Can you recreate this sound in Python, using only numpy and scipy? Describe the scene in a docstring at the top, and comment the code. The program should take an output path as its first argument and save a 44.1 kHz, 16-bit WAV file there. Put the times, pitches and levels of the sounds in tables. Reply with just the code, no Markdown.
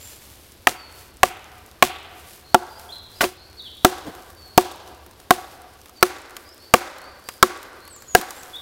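"""First a thin bird whistle and a swish of clothes sound over the hush of a leafy forest. Then a kneeling
person chops at the notched stubs of a log, twelve strokes of a hand axe. Each blow cracks the fibres, rings the
stub and the log, and overloads the microphone for a few milliseconds; leaf litter and trunks scatter it back.
Between blows clothes swish, chips and twigs tick, the axe taps lightly, and small birds call."""
import sys
import numpy as np
from scipy import signal
from scipy.fft import rfft, irfft
from scipy.io import wavfile

SR = 44100
rng = np.random.default_rng(int(sys.argv[2]) if len(sys.argv) > 2 else 0)


def waveform_to_disk(signal):
    """Save audio, clipped to [-1, 1], as 16-bit WAV at the path in sys.argv[1]."""
    frames = np.transpose(np.atleast_2d(signal))
    scaled = np.clip(frames, -1, 1) * 32767
    samples = np.round(scaled).astype(np.int16)
    wavfile.write(sys.argv[1], SR, samples)


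N = 379701

# tone of the distant air: f/Hz, level/dB
AIR_SPECTRUM = [(20, -8), (50, -9), (80, -5), (120, -16.5), (200, -7), (370, -4.5), (800, -10.5),
                (2100, -17.5), (5000, -18), (12000, -48.5), (16000, -50)]
# a far bird repeats one rising note: t/s, start f/Hz
RISING_NOTES = [(2.439, 4150), (2.69, 4560), (3.13, 4600), (3.369, 4100), (6.446, 4770), (6.589, 4250),
                (7.001, 4250), (7.24, 4530), (7.801, 4190)]
# another repeats a whistle that sags in pitch: t/s, length/s
SAGGING_NOTES = [(0.752, 0.15), (4.358, 0.17), (5.959, 0.065)]
# thin high whistles: t/s, start f/Hz, end f/Hz, level/dB
THIN_NOTES = [(0.0, 7200, 7050, -44.5), (7.895, 8280, 6500, -43.5), (8.072, 6620, 6550, -39),
              (8.344, 7260, 7500, -47.5)]
# quick chirps of a nearer bird: t/s, length/s, start f/Hz, end f/Hz, level/dB
NEAR_CHIRPS = [(2.889, 0.024, 3305, 3680, -36.5), (2.92, 0.029, 3894, 4220, -32.5),
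               (3.57, 0.049, 4570, 3860, -40.5), (3.593, 0.023, 3820, 3770, -32.5),
               (3.639, 0.047, 3690, 2850, -38.5), (3.776, 0.014, 4020, 3460, -40.5),
               (8.532, 0.045, 3450, 3590, -31.5)]
# tone of rubbing cloth: f/Hz, level/dB
CLOTH_SPECTRUM = [(300, -9), (1200, -12.5), (3000, -7.5), (7000, -10), (13000, -8), (16000, -14.5)]
# knees and sleeves shift on dry leaves: t/s, half length/s, relative level/dB
BODY_SHIFTS = [(0.1, 0.28, -55.5), (1.0, 0.06, -59.5), (2.3, 0.18, -64), (2.84, 0.099, -62),
               (3.18, 0.063, -67), (4.15, 0.37, -68.5), (5.44, 0.14, -66), (6.43, 0.079, -67),
               (7.33, 0.047, -55.5), (8.35, 0.25, -59)]
# the loudest ticks of chips and twigs, and light taps of the axe: t/s, level/dB, centre f/Hz
LOUD_TICKS = [(2.796, -36, 6000), (5.0632, -41, 10000), (5.201, -42.5, 7000), (5.858, -38.5, 2500),
              (6.367, -28, 4440), (6.984, -36.5, 4970), (7.288, -21.5, 2470), (7.6295, -34.5, 8000),
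              (7.877, -35.5, 9000), (8.022, -36.5, 6000), (8.2125, -22.5, 8000), (8.307, -27, 7000),
              (8.432, -32, 7000)]
# soft thuds on the ground: t/s, half length/s, level/dB, centre f/Hz
GROUND_THUDS = [(3.237, 0.016, -18.5, 535), (4.081, 0.026, -32.5, 297), (8.188, 0.022, -33.5, 262)]
# bands of the forest echo: f/Hz, level/dB, t60/s (the time to fade by 60 dB)
ECHO_BANDS = [(103.3, -32, 0.53), (227, -18.5, 0.64), (340, 2, 1.78), (510, -1.5, 1.83), (800, 1, 1.57),
              (1500, -1, 1.79), (3240, 7, 1.19), (5860, 3.5, 0.82), (13940, -1, 0.47)]
# tone of splinters and shaken leaves: f/Hz, level/dB
SPLINTER_SPECTRUM = [(200, 3), (1000, 1.5), (3000, 0), (6000, -2), (10000, -3.5), (16000, -8.5)]
# a split stub tears along the grain: t/s, half length/s, level/dB
GRAIN_TEARS = [(3.217, 0.0064, -15.5), (3.234, 0.0043, -44)]
# tone of breaking fibres: f/Hz, level/dB
CRACK_SPECTRUM = [(80, -14), (250, 5), (600, -2.5), (1500, 5.5), (2800, 5), (5000, 2), (9000, -5.5),
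                  (16000, -4.5)]
# the log's modes (tones it rings at as it bends), two main ones first: f/Hz, level/dB, t60/s
LOG_MODES = [(363.5, -13, 0.14), (728.6, -11.5, 0.076), (353, -29, 0.31), (226.7, -26.5, 0.12),
             (265, -22.5, 0.058), (384.5, -2, 0.024), (521.7, -14.5, 0.057), (891, -3, 0.024),
             (1155, -10.5, .04), (1170, -21, 0.061), (1583, 6, 0.009), (1675, -6, 0.024), (1935, -19, 0.03),
             (2250, -32.5, .02)]
# axe blows (the fifth stroke hits twice): t/s, force/dB, crack boost/dB, splinter boost/dB,
# first log mode boost/dB, second log mode boost/dB, low stub f/Hz, high stub f/Hz,
# high stub relative level/dB, contact edge f/Hz
AXE_BLOWS = [(0.6708, -9, 3.5, 11, -13, 4.5, 836, 1270, 2.5, 3100),
             (1.2316, -4.5, 1.5, 10.5, -5, 4.5, 585, 1155, 1.5, 3240),
             (1.8244, -3, 2.5, 13.5, -1.5, 3.5, 669, 1108, 1, 4360),
             (2.5444, 2.5, -8, 0.5, -3, 1, 855, 1364, -4.5, 1770),
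             (3.2085, -13, -4, 16, -8, 0, 1124, 1460, 2, 3860),
             (3.2406, -21, -0.5, 4.5, 18, 6.5, 553, 970, -7.5, 7120),
             (3.8472, 1.5, 2.5, 12, 4, 2, 654, 1349, -3, 1750),
             (4.5772, 1.5, 1.5, 10, 3.5, 3, 911, 1098, -4, 1500),
             (5.3069, -2.5, 1.5, 10, -0.5, 6.5, 1073, 1534, -2.5, 1880),
             (6.0271, -3, 5.5, 8, 6, -3.5, 1100, 1300, -2, 2220),
             (6.7382, 3, 1.5, 10, -9, -3, 500, 1145, 0.5, 2200),
             (7.427, 3.5, -0.5, 7.5, -1, -12.5, 1093, 1327, -5, 2150),
             (8.1495, -3.5, 5.5, 11, -2, 6, 449, 1623, 4.5, 2140)]


def undb(db):
    """Turn decibels into a number to multiply by."""
    return 10 ** (np.asarray(db) / 20)


def times(length):
    """Sample times over a length in seconds."""
    return np.arange(int(length * SR)) / SR


def fade(t, t60):
    """A smooth dying away, 60 dB down at t60."""
    return np.exp(-np.log(1000) * t / t60)


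def add(out, s, x):
    """Mix x into out from time s on."""
    i = max(int(s * SR), 0)
    out[i:i + len(x)] += x[:max(len(out) - i, 0)]


def swell(rows):
    """Smooth bumps in level, from rows of t/s, half length/s, level/dB."""
    t = np.arange(N) / SR
    return sum(undb(db) * np.exp(-((t - s) / half) ** 2) for s, half, db in rows)


def wander(t, points, per_second):
    """A wobbly line through random points."""
    return np.interp(t, np.arange(points) / per_second, rng.standard_normal(points))


def colour(x, points):
    """Shape the tone of x with points of f/Hz, level/dB, then scale it to a typical size (rms) of 1."""
    hz, db = np.transpose(points)
    f = np.maximum(np.fft.rfftfreq(len(x), 1 / SR), 1)
    gain = undb(np.interp(np.log(f), np.log(hz), db))
    shaped = irfft(rfft(x) * gain, len(x))
    return shaped / np.std(shaped)


def hump(count, hz, skirt_db):
    """Noise strongest at hz; skirt_db is its level two octaves to either side."""
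    points = [(hz * 4.0 ** step, abs(step) * skirt_db) for step in range(-2, 3)]
    return colour(rng.standard_normal(count), points)


def grains(count, spread_db):
    """Dense clicks of uneven size."""
    clicks = rng.standard_normal(count)
    return clicks * undb(spread_db * np.minimum(rng.exponential(size=count), 2 * np.pi))


def air():
    """Forest hush over a low, distant rumble that turns quieter once."""
    level_db, drop_db, drop_at_s, drop_fade_s = -53.5, -5.5, 5.64, 0.25
    dropped = .5 + .5 * np.tanh((np.arange(N) / SR - drop_at_s) / drop_fade_s)
    rumble = undb(level_db + drop_db * dropped) * hump(N, 72.4, skirt_db=-30.5)
    return undb(level_db) * colour(rng.standard_normal(N), AIR_SPECTRUM) + rumble


def whistle(length, start_hz, end_hz, db, depth, arch_hz=0.):
    """One gliding bird note with a fast, uneven quaver; depth is its share of the pitch."""
    t = times(length)
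    progress = t / length
    arch = np.sin(np.pi * progress)
    quaver = wander(t, points=100, per_second=300)
    glide_hz = start_hz + (end_hz - start_hz) * progress + arch_hz * arch
    hz = glide_hz * (1 + depth * quaver)
    return undb(db + 2 * quaver) * np.sqrt(np.abs(arch)) * np.sin(2 * np.pi * np.cumsum(hz) / SR)


def birds():
    """Four kinds of call: rising notes, sagging whistles, thin high arches and quick chirps."""
    out = np.zeros(N)
    for s, hz in RISING_NOTES:
        add(out, s, whistle(length=0.11, start_hz=hz, end_hz=hz * 1.09, db=-49.5, depth=0.035))
    sag_from_hz, sag_hz_per_s = 4620, 2300
    for s, length in SAGGING_NOTES:
        end_hz = sag_from_hz - sag_hz_per_s * length
        add(out, s, whistle(length, sag_from_hz, end_hz, db=-46.5, depth=0.0096))
    for s, start_hz, end_hz, db in THIN_NOTES:
        add(out, s, whistle(0.1, start_hz, end_hz, db, depth=0.018, arch_hz=173))
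    for s, *note in NEAR_CHIRPS:
        add(out, s, whistle(*note, depth=0.038))
    return out


def clothes():
    """Cloth slides over cloth in uneven strokes, and dry leaves crackle under the knees."""
    motion = undb(-66) + swell(BODY_SHIFTS)  # a faint rustle never stops
    strokes = undb(2 * wander(np.arange(N) / SR, points=230, per_second=25))
    out = undb(8) * motion * strokes * colour(grains(N, spread_db=3.5), CLOTH_SPECTRUM)
    t = times(.02)
    for place, size, pitch in rng.random((200, 3)):
        leaf = hump(len(t), 4000 * 3 ** pitch, skirt_db=-14) * fade(t, .008)
        add(out, place * N / SR, undb(-52 + 15 * size ** 2) * leaf)
    return out


def falling_chips():
    """Chips land and the axe taps lightly, each with a dry tick and a short woody knock; the ground thuds."""
    out = np.zeros(N)
    t = times(.06)
    # fainter crumbs drop at random once the stubs have split
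    from_s, crumb_db, spread_db, crumb_hz = 3.6, -40.5, 3, 8000
    crumbs = [(from_s + place * (N / SR - from_s), crumb_db + spread_db * (2 * size - 1), crumb_hz)
              for place, size in rng.random((16, 2))]
    for s, db, hz in LOUD_TICKS + crumbs:
        tick = hump(len(t), hz, skirt_db=-6.5) * fade(t, 0.02)
        knock = undb(-6) * hump(len(t), 1200, skirt_db=-25) * fade(t, 0.04)
        add(out, s, undb(db) * (tick + knock))
    for s, half, db, hz in GROUND_THUDS:
        out += hump(N, hz, skirt_db=-18.5) * swell([(s, half, db)])
    return out


def forest_echo(x):
    """Trunks scatter the sound back as many small echoes in clumps; the highest tones die first."""
    t = times(1.6)
    hz, db, t60 = np.transpose(ECHO_BANDS)
    clumps = undb(1.5 * wander(t, points=130, per_second=80))
    spectrum = rfft(clumps * grains(len(t), spread_db=2.0))
    log_f = np.log(np.maximum(np.fft.rfftfreq(len(t), 1 / SR), 1))
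    echoes = np.zeros(len(t))
    for k, only_this_band in enumerate(np.eye(len(hz))):
        band = irfft(spectrum * np.interp(log_f, np.log(hz), only_this_band), len(t))
        echoes += undb(db[k]) * band * fade(t, t60[k])
    echoes *= 1 - np.exp(-t / .018)  # the first trunks stand a few metres off
    return signal.fftconvolve(x, echoes / np.linalg.norm(echoes))[:N]


def splinters():
    """Crumbs of wood and shaken leaves crackle briefly after a blow."""
    t = times(.5)
    crackle = colour(grains(len(t), spread_db=4), SPLINTER_SPECTRUM)
    rise = 1 - np.exp(-t / 0.019)
    return undb(-29.5) * crackle * fade(t, t60=0.17) * rise


def tearing():
    """A split stub rips along the grain."""
    return swell(GRAIN_TEARS) * colour(grains(N, spread_db=0.5), CRACK_SPECTRUM)


def contact(x, edge_hz):
    """A softer bite of the blade lasts longer, so tones above edge_hz come out weaker."""
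    lows = signal.sosfilt(signal.butter(3, edge_hz, fs=SR, output="sos"), x)
    highs = signal.sosfilt(signal.butter(1, edge_hz, "high", fs=SR, output="sos"), x)
    return lows + undb(-9) * highs


def snap():
    """The sharp front of a blow as it leaves for the trees."""
    return undb(20) * fade(times(.01), t60=0.00024)


def crack():
    """The blade bursts through the fibres."""
    t = times(.1)
    burst = colour(rng.standard_normal(len(t)), CRACK_SPECTRUM)
    rise = 1 - np.exp(-t / .0002)
    return undb(14) * burst * fade(t, t60=0.015) * rise


def wood_ring(first_db, second_db, low_hz, high_hz, high_db):
    """The struck stub rings until the wedged blade stops it; the log rings on."""
    low_db, stub_hold_s = -1, 0.0076
    t = times(.3)
    modes = np.array(LOG_MODES)
    modes[:2, 1] += first_db, second_db  # where the blade lands decides which mode is louder
    log = sum((-1) ** k * undb(db) * np.sin(2 * np.pi * hz * t) * fade(t, t60)
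              for k, (hz, db, t60) in enumerate(modes))
    stub_modes = [(low_hz, low_db), (high_hz, high_db), (715, second_db - 4)]
    stub = sum(undb(db) * np.sin(2 * np.pi * hz * t) for hz, db in stub_modes)
    stub *= np.exp(-(t / stub_hold_s) ** 2)
    rise = 1 - np.exp(-t / 0.0011)
    return (log - stub) * rise


def scene():
    """The blows and their echo, birds among the trees, small sounds near the ground."""
    blows, to_trees = np.zeros(N), np.zeros(N)
    for s, force_db, crack_db, splinter_db, *wood_settings, edge_hz in AXE_BLOWS:
        ring = undb(force_db) * wood_ring(*wood_settings)
        bite = undb(force_db + crack_db)
        add(blows, s, ring)
        add(blows, s, bite * contact(crack(), edge_hz))
        add(blows, s, undb(splinter_db) * splinters())
        add(to_trees, s, undb(-4) * ring)
        add(to_trees, s, undb(4.5) * bite * contact(snap(), edge_hz))
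    blows += tearing()
    song = birds()
    echo = undb(-23) * forest_echo(to_trees) + undb(-5.5) * forest_echo(song)
    return (blows + song + echo + falling_chips() + clothes() + air())[None]


def record(dry):
    """The overloaded microphone flattens the peaks of the blows; the very highest tones are then cut."""
    top_hz = 15800
    low_pass = signal.ellip(10, .05, 70, top_hz, fs=SR, output="sos")
    return signal.sosfilt(low_pass, np.clip(dry, -1, 1))


dry = scene()
out = record(dry)
waveform_to_disk(out)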